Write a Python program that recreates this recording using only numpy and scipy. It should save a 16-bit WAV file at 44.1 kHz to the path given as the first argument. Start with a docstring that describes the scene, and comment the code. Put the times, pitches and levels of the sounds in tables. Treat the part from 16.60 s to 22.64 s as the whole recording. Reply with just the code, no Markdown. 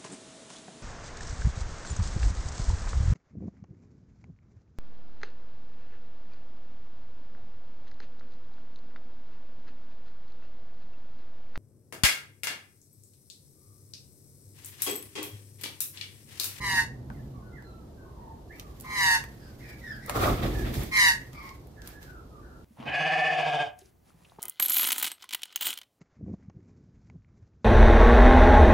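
'''Magpies feeding in a paved yard

A young bird gives three harsh begging squawks, made by a shaking membrane in its throat, while
others chirp and whistle farther off. Beaks and claws tick, and feet and feathers scuff. One bird
takes off close by: its feathers rustle and its wings push gusts of air onto the microphone.
A low outdoor rumble and drone lie under it all, and paving, fence and house echo the calls and ticks.'''
import sys
import numpy as np
from scipy import signal
from scipy.fft import rfft, irfft
from scipy.io import wavfile

SR = 44100
rng = np.random.default_rng(int(sys.argv[2]) if len(sys.argv) > 2 else 0)


def store_pcm(level_fs):
    """Save levels as 16-bit WAV."""
    pcm = np.round(np.clip(level_fs, -1, 1) * 32767).astype(np.int16)
    wavfile.write(sys.argv[1], SR, np.atleast_2d(pcm).T)


N = 266584
TIME = np.arange(N) / SR
FREQS = np.fft.rfftfreq(N, 1 / SR)


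def gain_of(db):
    """Turns decibels (dB) into a number to multiply a sound by."""
    return 10 ** (np.asarray(db) / 20)


def normalised(x):
    """Scales a signal so that its average strength (rms) is 1."""
    return x / np.sqrt(np.mean(x ** 2) + 1e-20)


def curve_at(points, hz):
    """Joins (frequency, value) points with a line and looks up the value at hz."""
    point_hz, values = np.transpose(points)
    return np.interp(np.log(hz + 1), np.log(point_hz + 1), values)


def add(mix, start_s, sound):
    """Mixes a stereo sound in at its start time."""
    part = mix[:, max(0, round(start_s * SR)):][:, :sound.shape[1]]
    part += sound[:, :part.shape[1]]


def coloured(x, tone):
    """Turns a sound's frequencies up or down, following a list of (Hz, dB) points."""
    hz = np.fft.rfftfreq(x.shape[-1], 1 / SR)
    return irfft(rfft(x) * gain_of(curve_at(tone, hz)), x.shape[-1])


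def wobble(size, rate_hz):
    """A smooth random wiggle, up to about rate_hz wiggles a second."""
    hz = np.fft.rfftfreq(size, 1 / SR)
    return normalised(irfft(rfft(rng.standard_normal(size)) / (1 + (hz / rate_hz) ** 4), size))


# How alike the two sides sound. Each row: frequency in Hz, likeness from 0 (unrelated) to 1 (the same).
LIKENESS = [(50, 1), (130, 0.94), (280, 0.83), (600, 0.4), (1200, 0), (3000, 0), (16000, 0)]

def noise(tone):
    """Stereo noise with a given tone, alike on the left and right in the bass."""
    left, other = rfft(rng.standard_normal((2, N)))
    alike = np.clip(curve_at(LIKENESS, FREQS), -1, 1)
    right = alike * left + np.sqrt(1 - alike ** 2) * other
    return normalised(irfft(np.array([left, right]) * gain_of(curve_at(tone, FREQS)), N))


def swell(peak_s, rise_s, fade_s, db):
    """A loudness curve that grows to a peak and dies away."""
    before, after = np.minimum(TIME - peak_s, 0), np.maximum(TIME - peak_s, 0)
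    return gain_of(db) * np.exp(-(before / rise_s) ** 2 - after / fade_s)


def swells(rows):
    """Joins several swells into one loudness curve by adding their powers."""
    return np.sqrt(sum(swell(*row) ** 2 for row in rows))


def voice_box(hz, harsh, flutter_ratio=.178, throb_depth=.3):
    """Phase (place in the wave) and loudness of a membrane roughened by a second, slower shaking."""
    flutter = 2 * np.pi * np.cumsum(hz * flutter_ratio * (1 + .04 * wobble(len(hz), 90))) / SR
    bend = .078 * np.sin(flutter) + .009 * wobble(len(hz), 350)
    phase = 2 * np.pi * np.cumsum(hz * (1 + harsh * bend)) / SR
    throb = 1 + harsh * throb_depth * np.cos(flutter + np.pi / 6)
    return phase, throb


# The tone of the rasp, and of the breath in it. Each row: frequency in Hz, level in dB.
RASP_TONE = [(2350, -8), (2550, -2.5), (2880, -2), (3080, -8.5), (3280, -4.5), (3550, -8), (3900, 0),
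             (4900, -2.5), (5350, -7), (5900, -5.5), (7300, -10), (7950, -15), (8600, -9.5), (12500, -16.5),
             (15500, -27.5)]
BREATH_TONE = [(2500, -17.5), (3500, -20), (4400, -9.5), (6000, -6.5), (9000, -4)]
# Begging calls. Each row: start in seconds, swell time in seconds, swell size in dB, hold in seconds,
# first pitch in Hz, seconds on that pitch, levels in dB of the second harmonic, the first harmonic and
# the rasp, seconds until the second harmonic rings out, its boost in dB, left-side delay in milliseconds.
SQUAWKS = [(0.0, .11, 12.5, 0.099, 1022, 0.034, -28.5, -37, -33.5, 0.19, 7.5, 0.086),
           (2.236, .21, 31.5, 0.11, 1041, .11, -23.5, -33, -29.5, 0.249, 3, 0.14),
           (4.31, .09, 18.5, 0.098, 1060, .05, -19, -33.5, -25.5, 0.075, 1.5, .17)]

def squawk(swell_s, swell_db, hold_s, first_hz, steady_s, second_db, first_db, rasp_db,
           ring_at_s, ring_db, lag_ms):
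    """A begging call: the throat favours the second harmonic (twice the pitch); higher ones rasp."""
    attack_s, release_s, release_db_per_s = .014, .085, 345
    spent_hz, sag_s, ring_s = 888.2, .12, .017
    t = np.arange(0, swell_s + hold_s + release_s, 1 / SR)
    waver = lambda rate_hz: wobble(SR, rate_hz)[:len(t)]
    # effort climbs ever more slowly, then holds until the call is cut off
    effort_db = -swell_db * np.maximum(1 - t / swell_s, 0) ** 1.62
    gate = np.minimum(t / attack_s, 1) * gain_of(-release_db_per_s * np.maximum(t - swell_s - hold_s, 0))
    boost_db = ring_db * np.exp(-((t - ring_at_s) / ring_s) ** 2)
    # the pitch sags as the air runs out
    hz = spent_hz + (first_hz - spent_hz) * np.exp(-np.maximum(t - steady_s, 0) / sag_s)
    lag = 2 * np.pi * hz * np.array([[lag_ms / 1000], [0]])
    # the membrane beats unevenly, so the two lowest harmonics waver
    phase, throb = voice_box(hz, harsh=.97)
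    stereo_phase = phase - lag + .12 * np.array([waver(60), waver(60)])
    second = normalised(throb ** 1.3 * np.cos(2 * stereo_phase) * gain_of(.8 * waver(120)))
    first = normalised((2 - throb) * np.cos(stereo_phase + .28 * waver(90)) * gain_of(2 * waver(80)))
    # the paving scatters the harmonics: the higher they are, the less alike on the left and right
    phase, throb = voice_box(hz, harsh=.66)
    scatter = lambda k: rng.uniform(0, 2 * np.pi) + (.3 + .1 * k) * np.array([waver(40), waver(40)])
    upper = normalised(sum(np.cos(k * (phase - lag) + scatter(k)) for k in range(3, 17)))
    breath = coloured(rng.standard_normal((2, SR)), BREATH_TONE)[:, :len(t)]
    rasp = normalised(coloured(throb * (upper + breath) * gain_of(1.5 * waver(300)), RASP_TONE))
    # the rasp grows fastest with effort: soft is round, loud is harsh
    return gate * (gain_of(second_db + effort_db + boost_db) * second
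                   + gain_of(first_db + .49 * effort_db) * first
                   + gain_of(rasp_db + 1.2 * effort_db) * rasp)


# The tone of the outdoor rumble. Each row: frequency in Hz, level in dB.
RUMBLE_TONE = [(15, -35), (25, -14.5), (42, -0.5), (58, 5), (85, -2.5), (125, -1.5), (165, -6), (250, -9),
               (330, -7.5), (500, -14), (700, -18.5), (1000, -24.5), (2200, -51.5), (8000, -90)]

def rumble(start_db=-45.5, db_per_s=-.4):
    """Deep outdoor noise that slowly eases."""
    return noise(RUMBLE_TONE) * gain_of(start_db + db_per_s * TIME)


# The tone of the open air. Each row: frequency in Hz, level in dB.
AIR_TONE = [(410, -25), (700, -8.5), (788, -9.5), (1170, -14), (2300, -24), (4150, -21), (8760, -27),
            (14000, -28), (16000, -38.5)]

def air(db=-64):
    """A faint, steady hiss of open air."""
    return gain_of(db) * noise(AIR_TONE)


# Swells of the drone. 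Each row: peak time, rise and fade in seconds, level in dB.
DRONE_SWELLS = [(.1, .3, 0.44, -41.5), (.62, 0.25, .2, -42), (2.55, 0.4, .45, -49), (3.35, 0.23, .15, -47),
                (4.6, 0.36, 0.26, -49.5)]

def drone(pitch_hz=129, overtone_db=-11, rumble_db=-3):
    """A low, wavering hum that comes and goes with a rumble of its own."""
    phase = 2 * np.pi * np.cumsum(pitch_hz * (1 + .06 * wobble(N, 18))) / SR
    wave = np.sin(phase) + gain_of(overtone_db) * np.sin(2 * phase)
    hum = normalised(wave * (1 + .35 * wobble(N, 21)))
    low_noise = noise([(30, -26.5), (70, 4), (150, -10.5), (210, 2), (300, -19), (900, -34), (3000, -69)])
    return (hum + gain_of(rumble_db) * low_noise) * swells(DRONE_SWELLS)


# Taps of beaks and claws. Each row: start in seconds, then relative low, middle and high levels in dB.
TICKS = [(.502, -32, -69, -75), (1.024, -49.5, -63, -63), (1.997, -49, -38.5, -41), (2.2, -68, -51, -41),
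         (2.209, -69, -50, -37.5), (2.221, -55, -62, -45), (2.64, -34.5, -49, -45), (3.462, -51, -53, -40),
         (3.496, -21.5, -33, -28.5), (4.142, -43, -43, -39), (4.194, -45.5, -48, -42),
         (4.234, -42, -55, -34.5), (4.732, -51, -51, -51), (4.892, -55, -45, -63), (5.071, -70, -66, -54),
         (5.219, -52, -48, -56), (5.274, -55, -44, -37.5), (5.29, -45, -65, -44), (5.429, -54, -51, -56)]

def tick(low_db, mid_db, high_db, crack_s=.002, scatter_s=.014, scatter_db=-20):
    """A beak or claw strikes: a hard, dry crack with a short scatter after it."""
    t = np.arange(4096) / SR
    tone = [(250, low_db - 15), (700, low_db - 2), (1500, low_db - 2), (3500, mid_db - 5),
            (6000, mid_db - 6), (10000, high_db - 8), (16000, high_db - 9)]
    burst = coloured(rng.standard_normal((2, len(t))), tone) * np.sqrt(SR / 3000) * gain_of(2)
    return burst * (np.exp(-t / crack_s) + gain_of(scatter_db) * np.exp(-t / scatter_s))


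# The farther birds' throat, with a dip near 3000 Hz. Each row: frequency in Hz, level in dB.
THROAT_TONE = [(1000, 2), (2300, 3.5), (3000, -13), (3700, -9.5), (5000, 2.5), (6200, -13.5), (9000, -8)]
# Their calls. Each row: start and length in seconds, first and last pitch in Hz, relative level in dB,
# harshness from 0 to 1, step in dB from one harmonic to the next before the throat shapes them.
CHIRPS = [ (0.53, 0.077, 2200, 1600, -64, 0.25, -29), (0.725, 0.077, 1158, 1088, -57, 0.4, -24),
          (0.788, 0.23, 1535, 1329, -64.5, 0.64, -30), (0.917, 0.055, 2070, 2060, -62, 0.1, -30),
          (0.951, .05, 2080, 1470, -54, 0, -27), (1.013, .24, 1362, 1285, -62.5, 0.07, -14),
          (1.022, 0.11, 4167, 3910, -64.5, 0.07, -40), (1.355, 0.09, 1600, 1467, -62.5, 0.15, -28),
          (1.395, 0.21, 1124, 963, -59.5, 0.9, -28), (1.56, 0.2, 969, 887, -53, 0.73, -24),
          (1.893, 0.04, 1664, 2380, -51.5, 0.17, -23), (1.926, 0.068, 2210, 2830, -59.5, 0.25, -29),
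          (1.956, 0.18, 1247, 1086, -60, 0.4, -30), (2.776, 0.14, 1744, 1480, -60, 1, 0),
          (2.98, 0.15, 2110, 1650, -55.5, 0.97, -3), (3.015, 0.14, 2540, 2212, -54.5, 0.78, -16),
          (3.198, 0.17, 2025, 1528, -44, 0.47, -5.5), (3.384, 0.16, 1870, 2220, -51, 1, -1.5),
          (3.925, 0.14, 1770, 1618, -48, 0.5, -11.5), (4.714, 0.21, 1223, 1044, -48, 0.81, -3.5),
          (5.15, 0.12, 1813, 1417, -57.5, 0.73, -16), (5.284, 0.26, 1730, 1554, -59.5, 0.52, -19),
          (5.447, 0.17, 1568, 1248, -54, 0.36, -17), (5.699, 0.11, 1300, 1108, -56.5, 0.47, -34),
          (5.799, .19, 1540, 1307, -59, 0.98, -27)]

def chirp(length_s, start_hz, end_hz, db, harsh, step_db):
    """One gliding note from a farther bird; harsh notes quaver in pitch and loudness."""
    size = int(length_s * SR)
    quaver = 1 + .012 * wobble(size, 60) + .045 * harsh * wobble(size, 200)
    phase, throb = voice_box(np.geomspace(start_hz, end_hz, size) * quaver, harsh)
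    harmonics = sum(gain_of(step_db * (k - 1)) * np.cos(k * phase) for k in range(1, 6))
    note = normalised(coloured(throb * harmonics, THROAT_TONE) * gain_of(2.4 * wobble(size, 70)))
    soft_ends = signal.windows.tukey(size, .4)
    return np.tile(gain_of(db) * note * soft_ends, (2, 1))


def feathers(tone, flicker_db, patchy_db):
    """A rustle: noise broken up by quick slips of feather on feather."""
    return normalised(noise(tone) * gain_of(flicker_db * wobble(N, 370) + patchy_db * wobble(N, 34)))


# The tone of a scuff. Each row: frequency in Hz, level in dB.
SCUFF_TONE = [(800, -5), (1700, -0.5), (2900, -5.5), (4800, -5.5), (9000, -11.5), (14500, -8),
              (16000, -17.5)]
# The scuffs. Each row: peak time, rise and fade in seconds, level in dB.
SCUFFS = [(.6, .1, 0.12, -64.5), (2.0, 0.084, 0.3, -59.5), (2.25, 0.038, 0.54, -53),
          (3.15, 0.22, 0.91, -58), (4.45, 0.16, .3, -52), (4.89, 0.11, 0.055, -54.5),
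          (5.28, 0.039, 0.061, -50), (5.44, 0.029, 0.061, -52.5)]

def scuffing():
    """Feet and feathers rub softly now and then."""
    return feathers(SCUFF_TONE, flicker_db=.5, patchy_db=2) * swells(SCUFFS)


# The tones of the four parts of a wingbeat. Each row: frequency in Hz, level in dB.
GUST_TONE = [(15, -46), (25, -20), (38, -3.5), (50, 5), (76, -6.5), (105, -2.5), (130, -4), (175, -10),
             (250, -9.5), (370, -11), (530, -22.5), (750, -22), (950, -27.5), (2000, -81.5)]
WHOOSH_TONE = [(200, -12), (330, -3.5), (560, 0), (780, -2.5), (930, -12.5), (1060, -1.5), (1230, 1.5),
               (1450, -7), (1650, -16), (2500, -31), (5000, -61)]
SWISH_TONE = [(1100, -30.5), (1650, 0.5), (1900, 1), (2400, -1), (2900, -6), (3500, -2), (4800, -12),
              (6500, -29)]
RUSTLE_TONE = [(2500, -20.5), (4500, 2), (6500, 0), (9000, -3), (12000, -1.5), (14700, -1.5), (16000, 0),
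               (18000, -40.5)]
# Wingbeats. Each row: time in seconds, then levels in dB of gust, whoosh, wing-tip swish and rustle.
WINGBEATS = [(3.505, -38.5, -37.5, -46.5, -50.5), (3.57, -25.5, -27.5, -39.5, -40),
             (3.635, -28, -24, -31.5, -38.5), (3.675, -21.5, -24, -42, -44), (3.79, -28, -40, -45, -56),
             (3.845, -23, -33, -37.5, -46), (3.945, -30, -50, -48, -49.5), (3.995, -34, -49, -47, -49),
             (4.07, -30, -43, -42.5, -51.5), (4.155, -32.5, -46.5, -45, -43.5),
             (4.215, -35, -46.5, -44, -48)]

def beats(column, fade_s, delay_s=0, rise_s=.024):
    """The loudness of one part of the wing sound: each beat swells quickly and dies away."""
    return swells([(row[0] + delay_s, rise_s, fade_s, row[column]) for row in WINGBEATS])


def takeoff(still_at_s=4.34, settle_s=.035):
    """Wings beat past the microphone, and the air they push buffets it until it settles."""
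    settling = np.clip((still_at_s - TIME) / settle_s, 0, 1)
    lingering_air = swell(peak_s=4, rise_s=.3, fade_s=.3, db=-30) * settling
    puffs = beats(column=1, fade_s=.072, delay_s=.014)  # the air arrives just after each beat
    gust = normalised(noise(GUST_TONE) * gain_of(1.86 * wobble(N, 13))) * np.hypot(lingering_air, puffs)
    whoosh = feathers(WHOOSH_TONE, flicker_db=0, patchy_db=.5) * beats(column=2, fade_s=.047)
    swish = feathers(SWISH_TONE, flicker_db=.2, patchy_db=1.5) * beats(column=3, fade_s=.076)
    rustle = feathers(RUSTLE_TONE, flicker_db=.5, patchy_db=.5) * beats(column=4, fade_s=.085)
    lean_right = gain_of([[-1.5], [1.5]])
    return gust + whoosh + swish + rustle * lean_right


# How long the yard echoes. Each row: frequency in Hz, seconds to fade by 60 dB.
ECHO_TIMES = [(300, 0.57), (1000, 0.38), (2000, 0.36), (4000, 0.28), (8000, 0.31), (15000, 0.12)]

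def yard_echo(sound, early_db, first_s=.0037, early_s=.014, echoes_per_s=2500):
    """Sound bounces off paving, fence and house: strong at first, then a thin tail."""
    t = np.arange(SR) / SR
    signs = rng.choice([-1., 1.], (2, SR))
    bounces = signs * (rng.random((2, SR)) < echoes_per_s / SR) * (t > first_s)
    bounces *= 1 + gain_of(early_db) * np.exp(-t / early_s)
    # split into frequency bands so that each can fade at its own speed
    hz, age_s, bands = signal.stft(bounces, SR, nperseg=256)
    fade = gain_of(-60 * age_s / curve_at(ECHO_TIMES, hz)[:, None])
    tail = signal.istft(bands * fade, SR, nperseg=256)[1]
    tail /= np.linalg.norm(tail, axis=1, keepdims=True)
    return signal.fftconvolve(sound, tail, axes=1)[:, :N]


def scene(squawk_echo_db=-6.5, tick_echo_db=-8, chirp_direct_db=-11):
    """Mixes near squawks, far chirps, ticks and their echoes with the take-off and the background."""
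    squawks, chirps, ticks = np.zeros((3, 2, N))
    for start_s, *settings in SQUAWKS:
        add(squawks, start_s, squawk(*settings))
    for start_s, *settings in CHIRPS:
        add(chirps, start_s, chirp(*settings))
    for start_s, *settings in TICKS:
        add(ticks, start_s, tick(*settings))
    direct = squawks + gain_of(chirp_direct_db) * chirps + ticks
    near_echo = yard_echo(gain_of(squawk_echo_db) * squawks + gain_of(tick_echo_db) * ticks, early_db=9)
    far_echo = yard_echo(chirps, early_db=-3)
    return direct + near_echo + far_echo + takeoff() + rumble() + drone() + scuffing() + air()


def record(dry, cutoff_hz=15700):
    """The microphone is duller on the left in the high treble, and cuts off the very highest sounds."""
    left = coloured(dry[0], [(7000, -1), (10000, -1.5), (13000, -3.0), (16000, -11.5)])
    right = coloured(dry[1], [(7000, 0), (10000, -0.4), (13000, 4.0), (16000, 0.5)])
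    low_pass = signal.firwin(401, cutoff_hz, window=("kaiser", 9), fs=SR)
    return signal.oaconvolve(np.array([left, right]), low_pass[None], "same", axes=1)


dry = scene()
out = record(dry)
store_pcm(out)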